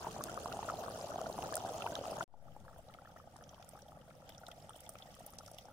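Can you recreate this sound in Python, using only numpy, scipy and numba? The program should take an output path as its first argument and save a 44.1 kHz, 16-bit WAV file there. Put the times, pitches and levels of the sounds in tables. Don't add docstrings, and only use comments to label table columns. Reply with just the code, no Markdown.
import sys
import numpy as np
from scipy import signal
from scipy.io import wavfile
from scipy.ndimage import uniform_filter1d
from numba import njit

SR = 44100
rng = np.random.default_rng(int(sys.argv[2]) if len(sys.argv) > 2 else 0)


def pcm_store(signal):
    levels = np.round(np.clip(np.atleast_2d(signal), -1, 1) * 32767)
    wavfile.write(sys.argv[1], SR, levels.astype(np.int16).T)


def undo_db(level):
    steps = np.asarray(level, float) / 20
    return 10 ** steps


N = 252252
CUT_S, RESTART_S = 2.2405, 2.279


def evened(x):
    return x / np.sqrt(np.mean(x ** 2) + 1e-20)


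def colour(x, points):
    freq_hz, db = np.transpose(points)
    hz = abs(np.fft.fftfreq(8192, 1 / SR))
    gain_db = np.interp(np.log(hz + 1), np.log(freq_hz + 1), db, left=-70, right=-70)
    log_gain = np.log(undo_db(gain_db))
    taps = np.fft.ifft(np.exp(np.conj(signal.hilbert(log_gain)))).real[:4096]
    return signal.oaconvolve(x, taps[None], axes=1)[:, :x.shape[1]]


def sides(pan_db):
    return undo_db(np.array([pan_db / 2, -pan_db / 2]))


def noise(same):
    a, b = rng.standard_normal((2, N))
    same = np.clip(same, 0, 1)
    return np.array([a, same * a + np.sqrt(1 - same ** 2) * b])


def drift(seconds, count):
    chance = rng.standard_normal((count, N // 32 + 1))
    return evened(uniform_filter1d(chance, max(2, int(seconds * SR / 32)), axis=1))


@njit
def ring(n, rate, s, hz, t60, glide, rise, gains, lag):
    out = np.zeros((2, n))
    for e in range(len(s)):
        for c in range(2):
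            start = int(s[e] * rate + c * lag[e])
            for i in range(max(0, -start), min(int(t60[e] * rate), n - start)):
                u = i / (t60[e] * rate)
                phase = 2 * np.pi * hz[e] * t60[e] * (u + glide[e] * u * u)
                out[c, start + i] += gains[c, e] * min(1., u / rise) * np.exp(-6.9 * u) * np.sin(phase)
    return out


def swarm(count, share, lo_hz, hi_hz, cycles, spread_db, pan_db, lag, glide, clump_db, patch_db, surge_db, rise):
    keep, when, pitch, size, side, length = rng.random((count, 6)).T
    step = (when * N / 32).astype(int)
    clumps = drift(.006, count=1)[0, step]
    surges = drift(0.065, count=1)[0, step]
    patches = drift(.025, count=7)[(pitch * 7).astype(int), step]
    hz = lo_hz * (hi_hz / lo_hz) ** pitch
    rare = -np.log(size + .03)
    size_db = spread_db * rare + clump_db * clumps + patch_db * patches + surge_db * np.minimum(surges, 1.3)
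    across = 2 * side - 1
    gains = sides(pan_db * across) * undo_db(size_db) * hz * (keep < share)
    t60 = cycles * (.5 + length) / hz
    return ring(N, SR, when * N / SR, hz, t60, glide * length, rise, gains, lag * across)


# time in seconds, flow from 0 to 1.
FLOW = [
    (2.3, 0.12),
    (2.9, 0.43),
    (3.35, 0.4),
    (3.8, 0.61),
    (4.05, 0.26),
    (4.3, 0.67),
    (4.9, 0.8),
    (5.3, 0.94),
    (5.72, 0.7),
]


def played(x, colours, near_db, far_db, stream_db):
    t = np.arange(N) / SR
    flow = np.interp(t, *np.transpose(FLOW))
    near = evened(colour(x, colours[0])) * undo_db(near_db) * (t < CUT_S)
    far = evened(colour(x, colours[1])) * undo_db(far_db + stream_db * flow) * (t > RESTART_S)
    return near + far


# frequency in Hz, level in dB per Hz.
RUMBLE_NEAR = [(15, -11), (25, -7), (102, 3), (298, -2.5), (450, -1), (580, -26), (990, -120)]
RUMBLE_FAR = [(15, 6), (25, 0), (54, -4.5), (156, -2), (348, -15.5), (400, -18), (520, -24), (880, -120)]


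def flames():
    lumps = evened(uniform_filter1d(rng.standard_normal(N), int(0.042 * SR)))
    below = signal.butter(3, 38., fs=SR, output="sos")
    wind = evened(signal.sosfilt(below, noise(0)))
    above = signal.butter(2, 30., "high", fs=SR, output="sos")
    roar = evened(signal.sosfilt(above, noise(0.895)))
    fire = roar * undo_db(1.8 * lumps) + undo_db(-29.0) * wind
    return played(fire, (RUMBLE_NEAR, RUMBLE_FAR), near_db=-53, far_db=-61.5, stream_db=-1)


# frequency in Hz, level in dB per Hz.
POT_NEAR = [(180, -4), (300, -30), (433, -11.5), (619, -1.5), (700, -1), (1040, -12), (1400, -17.5),
            (1550, -19), (2100, -35), (2730, -32), (4620, -120)]
POT_FAR = [(240, -55), (400, -21), (510, -1), (673, -3), (840, -2.5), (1040, -17.5), (1320, -12),
           (1690, -20.5), (1930, -18), (2100, -35), (2730, -32.5), (4620, -120)]


def boil():
    deep = swarm(count=4000, share=.6, lo_hz=292.5, hi_hz=945, cycles=12.5, spread_db=1.6, pan_db=6.5, lag=4.8,
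                 glide=0.082, clump_db=2.0, patch_db=2.0, surge_db=0.37, rise=0.093)
    high = swarm(count=2000, share=.55, lo_hz=950, hi_hz=2200, cycles=23.3, spread_db=1.0, pan_db=9.5, lag=17.0,
                 glide=0.12, clump_db=0.5, patch_db=1.0, surge_db=4.0, rise=0.17)
    crowd = evened(deep) + undo_db(2.5) * evened(high)
    churn = undo_db(-0.5) * noise(1.0)
    return played(evened(crowd) + churn, (POT_NEAR, POT_FAR), near_db=-47, far_db=-61.5, stream_db=-0.7)


# frequency in Hz, level in dB per Hz.
FIZZ_NEAR = [(1120, 16.5), (1900, -6), (2120, -12), (3040, -4.5), (3710, -9.5), (6680, -5.5), (7790, -9.5),
             (9420, -8), (11500, -16), (15100, -13.5), (15900, -20.5), (16500, -22)]
FIZZ_FAR = [(1120, 10), (1900, -6.5), (2490, -9), (3240, -6), (4140, -12), (5570, -7), (6620, -11),
            (10300, -11), (12000, -16), (15100, -11.5), (15900, -24), (16500, -17)]


def fizz():
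    tiny = swarm(count=40000, share=1., lo_hz=1800, hi_hz=16900, cycles=32., spread_db=1., pan_db=9., lag=14.,
                 glide=0.17, clump_db=2.4, patch_db=2.6, surge_db=1.4, rise=.25)
    drops = swarm(count=2200, share=0.72, lo_hz=2270, hi_hz=6790, cycles=15.7, spread_db=1.0, pan_db=8.0, lag=8.1,
                  glide=0.074, clump_db=0.0, patch_db=-1.0, surge_db=-1.0, rise=0.12)
    steam = noise(0.03)
    tints = (FIZZ_NEAR, FIZZ_FAR)
    out = played(tiny, tints, near_db=-58, far_db=-77.5, stream_db=11.5)
    out += played(drops, tints, near_db=-61.5, far_db=-91, stream_db=20)
    return out + played(steam, tints, near_db=-62, far_db=-77.5, stream_db=7)


# start in
# seconds, peak level in dB, pitch in Hz.
BUBBLES_NEAR = [(0.05, -34, 685), (0.069, -26, 857), (0.459, -38, 645), (0.538, -30.5, 636),
                (0.562, -37, 810), (0.591, -29.5, 790), (0.628, -33, 860), (0.68, -31.5, 620),
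                (0.882, -32, 645), (1.009, -34, 580), (1.026, -31, 667), (1.043, -29, 620),
                (1.185, -30, 660), (1.215, -29.5, 650), (1.242, -33, 740), (1.267, -27, 645),
                (1.299, -31, 620), (1.388, -27, 710), (1.437, -30.5, 743), (1.568, -40, 650),
                (1.649, -25.5, 690), (1.763, -32, 634), (1.863, -24, 900), (1.921, -32, 605),
                (1.988, -27.5, 586), (2.012, -30.5, 550), (2.12, -30, 570), (2.207, -31.5, 960)]
BUBBLES_FAR = [(2.34, -46, 816), (2.452, -57, 638), (2.564, -41, 813), (2.762, -44.5, 700),
               (2.881, -48, 594), (2.947, -45, 680), (2.97, -60, 522), (3.02, -44, 750), (3.119, -55, 634),
               (3.144, -62, 716), (3.162, -44, 620), (3.241, -51, 689), (3.344, -51, 721),
               (3.361, -46, 820), (3.388, -57, 608), (3.42, -48.5, 714), (3.512, -51, 600),
               (3.537, -46, 640), (3.598, -43.5, 646), (3.686, -55, 536), (3.734, -43, 617),
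               (3.75, -41.5, 770), (3.826, -46, 520), (3.895, -47, 680), (3.971, -44, 579),
               (4.079, -47.5, 638), (4.203, -50, 780), (4.295, -45, 636), (4.434, -45.5, 650),
               (4.483, -40, 670), (4.531, -46, 650), (4.56, -57, 694), (4.58, -48, 640),
               (4.643, -43.5, 600), (4.692, -43, 830), (4.744, -46, 673), (4.761, -41.5, 581),
               (4.837, -61, 496), (4.867, -46.5, 700), (4.892, -42.5, 634), (4.953, -42.5, 598),
               (5.027, -49, 720), (5.057, -45, 690), (5.105, -56, 700), (5.187, -49, 526),
               (5.206, -40, 687), (5.263, -45, 590), (5.291, -51, 870), (5.335, -52, 690),
               (5.365, -61, 710), (5.386, -53, 638), (5.434, -47, 630), (5.48, -45.5, 668),
               (5.514, -42.5, 650), (5.543, -45, 600), (5.586, -48, 710), (5.654, -43, 711),
               (5.684, -46, 795)]
MORE_BUBBLES_NEAR = [(0.194, -53, 604), (0.311, -41, 750), (0.342, -55, 755), (0.368, -41, 700),
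                     (0.429, -46, 660), (0.483, -37, 474), (0.504, -45, 690), (0.74, -34, 740),
                     (0.811, -38, 840), (0.902, -34, 520), (0.958, -37, 646), (1.099, -42, 705),
                     (1.142, -34, 640), (1.159, -27, 695), (1.462, -33.5, 665), (1.521, -36.5, 665),
                     (1.579, -32, 700), (1.661, -33, 708), (1.693, -30.5, 740), (1.733, -41, 650),
                     (1.79, -37, 781), (1.813, -42, 623), (1.842, -29, 730), (1.902, -44, 610),
                     (1.933, -42, 662), (1.952, -40, 608), (2.037, -36, 681), (2.081, -33, 587),
                     (2.184, -36, 593), (2.224, -32.5, 682)]
# start in seconds, peak level in dB, pitch in Hz, left-right difference in dB.
PLOPS_NEAR = [(0.0472, -31, 856, 3), (0.196, -47, 1080, 5), (0.2089, -30, 1040, 3),
              (0.2853, -42, 1370, -4.5), (0.3757, -29, 1170, 5.5), (0.4593, -26.5, 950, -3.5),
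              (0.52, -36, 1340, -2.5), (0.688, -28.5, 1310, 3), (0.6993, -27, 1220, 2.5),
              (0.8375, -38, 1070, 2), (0.8826, -32, 1090, 7), (1.1912, -35.5, 1130, -2),
              (1.2156, -46, 1310, 19), (1.26, -37, 1350, -5), (1.3815, -32.5, 980, 3),
              (1.4288, -37, 1050, 6), (1.491, -38, 1120, 2), (1.5247, -31.5, 1100, 10.5),
              (1.5683, -34.5, 1360, -5), (1.8064, -37, 1260, -6.5), (1.8597, -40, 950, -2),
              (1.923, -44, 1500, 2.5), (2.0395, -42, 1060, 19), (2.131, -44, 1040, 24),
              (2.1848, -41, 800, 4), (2.2085, -27.5, 1383, 4.5), (0.2947, -39, 1350, -6),
              (0.3571, -54, 1110, 11), (0.4838, -39, 1120, 3), (0.6145, -47, 1130, 4),
              (0.6285, -39, 1160, -6), (0.8614, -38, 1250, -2), (1.1194, -39, 1150, 6),
              (1.8213, -39, 1330, 2), (1.9525, -46, 1570, 0.5), (1.9644, -37, 1250, 7.5),
              (2.0547, -37, 1160, 8)]
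# start in seconds, peak level in dB, pitch in Hz.
PLOPS_FAR = [(2.4823, -50, 1230), (2.681, -47, 1240), (2.696, -52, 1240), (2.7303, -50, 1250),
             (2.899, -51.5, 1260), (2.9474, -49, 1250), (2.987, -45, 1310), (3.0504, -49, 1250),
             (3.074, -47.5, 1310), (3.163, -45.5, 1280), (3.2, -45.5, 1210), (3.3606, -50.5, 1140),
             (3.411, -51, 1270), (3.533, -47, 950), (3.5811, -47, 960), (3.625, -52, 1300),
             (3.756, -47, 1200), (3.92, -48.5, 1190), (4.1082, -50, 1300), (4.2906, -55, 1540),
             (4.435, -46, 1390), (4.487, -43, 1336), (4.693, -47, 1190), (4.7057, -43, 1250),
             (4.8914, -48.5, 1240), (4.954, -45, 1260), (5.166, -51, 1190), (5.334, -48, 1230),
             (5.408, -45, 1280), (5.482, -48.5, 1310), (2.651, -48, 990), (3.1, -60, 1200),
             (3.425, -51, 1250), (3.774, -48.5, 1250), (4.02, -56, 1270), (4.221, -53.5, 1250)]
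CHIRPS = [(0.2109, -44, 1520), (0.2843, -44, 1600), (0.629, -50, 1750), (1.5349, -37, 1630),
          (1.8736, -34.5, 1410), (2.6808, -50.5, 1600), (2.9392, -65, 2100), (3.0565, -49.5, 1700),
          (3.1622, -55, 1450), (3.4096, -53, 1610), (3.172, -51, 1800), (3.79, -53, 1530),
          (4.083, -59.5, 1480), (4.113, -58, 1630)]


def bubbles():
    deep = []
    for rows, t60 in ((BUBBLES_NEAR, 0.023), (BUBBLES_FAR, 0.027), (MORE_BUBBLES_NEAR, 0.022)):
        deep += [(*row, t60, 1.2) for row in rows]
    plops = PLOPS_NEAR + [(*row, 3) for row in PLOPS_FAR]
    wall = [(s, db, hz, 0.017 * (hz / 1250) ** 2.56, pan_db) for s, db, hz, pan_db in plops]
    quick = [(*row, .016, 2.5) for row in CHIRPS]
    out = np.zeros((2, N))
    for rows, rise, glide, boost_db in ((deep, 0.11, 0.058, 2.5), (wall + quick, 0.16, 0.19, 6.5)):
        s, db, hz, t60, pan_db = np.transpose(rows)
        t60 = np.clip(t60, .004, .08)
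        still = 0 * s
        lag = -1.5 * pan_db * (hz > 950)
        gains = sides(pan_db) * undo_db(db + boost_db)
        body_hz = (1.03 - 0.42 * glide) * hz
        out += ring(N, SR, s - .0008, body_hz, t60, glide + still, rise, gains, lag)
        heave = ring(N, SR, s - .0008, 0.47 * hz, 0.46 * t60, still, 0.14, gains, 0 * lag)
        film = ring(N, SR, s - .0004, 1.21 * hz, 0.53 * t60, .5 + still, 0.019, gains, lag)
        out += undo_db(-9.5) * heave + undo_db(-17.0) * film
    return out


def splash(shared, own, hz, spray_db, length, tint):
    u = np.arange(len(shared)) / SR / max(length, .002)
    burst = (shared + 1.9 * own) * u ** 2 * np.exp(-13. * u)
    ringing = signal.butter(2, (hz * 0.93, hz * 1.094), "band", fs=SR, output="sos")
    band = signal.sosfilt(ringing, burst)
    wide = colour(signal.lfilter([1, -.5], 1, burst), tint)
    span = 1.8
    around = signal.butter(2, (hz / span, min(hz * span, .45 * SR)), "band", fs=SR, output="sos")
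    spray = signal.sosfilt(around, wide) + undo_db(-15) * wide
    out = 0
    for gain, part in ((1, band), (undo_db(spray_db), spray)):
        level = part / part.std(axis=1)[:, None]
        out = out + gain * level / abs(level).max()
    return out


# start in seconds,
# peak level in dB, ringing frequency in Hz, wide spray in dB, left-right difference in dB.
SNAPS_NEAR = [(0.2384, -36.5, 6460, 11.5, 0), (0.2386, -30, 11900, -8, 6), (0.3434, -45, 5320, 8, -8),
              (0.5257, -36.5, 2880, 1, 2), (0.6305, -47, 2540, 0, -2), (0.6619, -41, 7030, -15, 8),
              (1.2141, -51.5, 6100, 15.5, 1), (1.3264, -39.5, 4100, -11, 0), (1.4232, -39.5, 2590, 3, 1),
              (1.4701, -43, 5230, 5, 0), (1.5412, -42.5, 4800, 15.5, 1), (1.5548, -29.5, 9200, 9.5, 0.5),
              (1.5676, -34.5, 8650, 8.5, -2), (1.5774, -53, 5500, 16, 6), (1.6182, -46, 5900, -9, 2),
              (1.7814, -39.5, 6170, -21, 2), (1.8213, -31, 2780, -28, -6), (1.8647, -38, 2400, 1, -2),
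              (1.9535, -27.5, 3560, -2.5, -4.5), (2.1106, -39, 5240, -20, -3), (2.1864, -43, 6720, -4, 2),
              (2.2278, -41, 3500, 4.5, -5), (0.2967, -46, 6650, -11, 3), (0.4768, -44, 5490, -9, 0),
              (0.7696, -44, 3870, -9, 0), (1.0121, -39.5, 5040, -6, -2), (1.0595, -45, 6060, -6, 0),
              (1.1777, -47, 3140, -9, -1), (1.5264, -42, 8950, -3, -7), (1.599, -43, 3300, -15, -2),
              (1.6886, -47.5, 3290, -15, -8), (1.7355, -42, 6510, -4, 3), (1.9195, -41, 6560, -6, 4),
              (2.0537, -45, 2680, -1, -2), (2.1964, -38, 6500, -9, 4)]
SNAPS_FAR = [(2.9382, -59, 2200, 12.5, -1), (3.6445, -61, 7140, 11, 2), (4.465, -42, 3830, 1, -1),
             (4.4825, -54, 8000, 8.5, -5), (4.6224, -52.5, 5080, -3, -4), (4.9533, -48.5, 2340, -3, 0),
             (5.303, -46, 13400, -1.5, 7), (5.335, -52.5, 6800, 2, 2), (2.6001, -67, 6040, 5, 11),
             (2.7812, -51, 14100, 0, -2), (2.8855, -55, 3900, -11, -4), (3.4233, -62, 9800, 0, 2),
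             (4.0124, -53, 3020, -2, 5), (4.1017, -60, 2240, 6, 4), (4.2748, -56, 3200, -9, -2),
             (4.2925, -54, 12500, 10, 0), (4.3, -46.5, 3200, -9, 0), (4.401, -59, 13100, 5, 0),
             (4.436, -62, 13000, -5, 0), (4.5165, -61, 12000, 3, 0), (4.7907, -51, 3220, -7, -1),
             (4.855, -61, 8000, 5, 0), (4.9, -59, 12100, 3, 1), (4.9229, -58, 8780, -3, -2),
             (5.1234, -62, 3200, -13, -2), (5.2626, -39.5, 9400, -0.5, -4), (5.263, -41, 13400, -8, 8),
             (5.2835, -54, 3100, 5, -5), (5.3225, -54, 8900, -4, -7), (5.354, -65, 10000, 5, -2),
             (5.585, -51, 13200, 8, 0)]
# start in seconds, peak level in dB, wide spray in dB.
STRIKES_LOW = [(3.438, -52, 0.5), (3.49, -51, -10), (3.543, -53, 4), (3.6245, -48, 1.5), (3.882, -54, -10),
               (4.2902, -46, 3.5), (4.3204, -48.5, -11), (4.347, -48, -3), (4.5138, -40, -3.5),
               (4.692, -46, -10), (4.7316, -51, -11), (4.755, -46.5, -5), (4.862, -45, -3),
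               (4.9844, -48, 3.5), (5.021, -42, -21), (5.104, -54, 0), (5.141, -52, 5), (5.5832, -38, -1)]
STRIKES_MID = [(3.364, -63, 17), (3.437, -48.5, -16), (3.491, -45.5, -15), (3.819, -49, -4),
               (4.379, -45.5, -8), (5.3847, -38, 2.5), (5.461, -55, 12), (5.477, -49, 2),
               (5.534, -51.5, -3), (5.544, -55.5, 7), (5.653, -51, -8)]
STRIKES_HIGH = [(3.689, -44, -0.5), (3.789, -62, 9), (4.6937, -42.5, -9), (4.761, -54.5, 9), (4.77, -55, 6),
                (4.804, -52.5, 8.5), (4.8378, -59, -7), (4.891, -40, 4.5), (4.9352, -53, -1),
                (5.15, -54, 4), (5.1943, -49, -5), (5.514, -49, 3)]


def snaps():
    far = list(SNAPS_FAR)
    for rows, hz, pan_db in ((STRIKES_LOW, 3305, -1), (STRIKES_MID, 5780, 0), (STRIKES_HIGH, 8740, -4)):
        far += [(s, db, hz, spray_db, pan_db) for s, db, spray_db in rows]
    # events, colour, tail dB, falling drop dB, length s
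    places = ((SNAPS_NEAR, FIZZ_NEAR[1:], -22, -28, 0.0043), (far, FIZZ_FAR[1:], -16, -22, 0.012))
    out = np.zeros((2, N + 4096))
    for rows, tint, tail_db, back_db, length in places:
        chance = rng.standard_normal((len(rows), 3, 3, 1800))
        for (s, db, hz, spray_db, pan_db), draws in zip(rows, chance):
            back_s = .011 + .002 * draws[2, 0, 0]
            parts = ((0, 0, 1), (.001, tail_db, 3.), (back_s, back_db, 1.5))
            for (late, late_db, stretch), z in zip(parts, draws):
                drop = splash(z[0], z[1:], hz, spray_db, stretch * length, tint)
                at = round((s + late - .0003) * SR)
                out[:, at:at + drop.shape[1]] += undo_db(db - 1.5 + late_db) * sides(pan_db)[:, None] * drop
    return out[:, :N]


def scene():
    since = np.arange(N) / SR - RESTART_S
    fade = np.where(since < 0, 1, np.clip(0.07 + since / 0.23, 0, 1))
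    edge = signal.firwin(1023, 15960, window=("kaiser", 6), fs=SR)
    bed = signal.oaconvolve(flames() + boil() + fizz(), edge[None], "same")
    return bed * fade + bubbles() + snaps()


# start in seconds, length in seconds, lowest frequency in Hz, depth in dB.
TREBLE_GAPS = [(1.5365, .003, 8000, -20), (1.546, .005, 8000, -25), (4.277, .008, 10000, -20),
               (4.369, .006, 3500, -10), (4.475, .005, 7000, -12), (4.673, .008, 11000, -15),
               (4.787, .009, 4000, -14), (4.884, .006, 4500, -15), (5.183, .005, 4000, -9),
               (5.2515, .004, 4000, -12), (5.372, .008, 3200, -35), (5.521, .006, 5000, -11)]


def treble_gaps(x):
    out = x.copy()
    for s, length, from_hz, depth_db in TREBLE_GAPS:
        a, n = round(s * SR), round(length * SR)
        treble = signal.butter(6, from_hz, "high", fs=SR, output="sos")
        high = signal.sosfiltfilt(treble, x[:, a - 400:a + n + 400])
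        out[:, a:a + n] -= (1 - undo_db(depth_db)) * signal.windows.tukey(n, .25) * high[:, 400:-400]
    return out


def roll_off(x):
    return signal.sosfilt(signal.butter(12, 16810, fs=SR, output="sos"), x)


def record(dry):
    t = np.arange(N) / SR
    edge = signal.firwin(255, 16500, window=("kaiser", 7), fs=SR)
    dry = signal.oaconvolve(dry, edge[None], "same")
    wet = treble_gaps(dry) * ((t < CUT_S) | (t > RESTART_S))
    cut, tail = round(CUT_S * SR), round(0.0048 * SR)
    smear = np.zeros((2, N))
    smear[:, cut:cut + tail] = undo_db(-29) * dry[:, cut - tail:cut] * np.linspace(1, 0, tail)
    since = np.maximum(t - RESTART_S, 0)
    rise_s, fall_s = 0.18, 0.22
    settle = (1 - 0.94 * np.exp(-since / rise_s)) * np.exp(-since / fall_s) * (since > 0)
    offset = np.outer((-0.0089, -0.0012), settle)
    return roll_off(wet + smear + offset)


dry = scene()
out = record(dry)
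pcm_store(out)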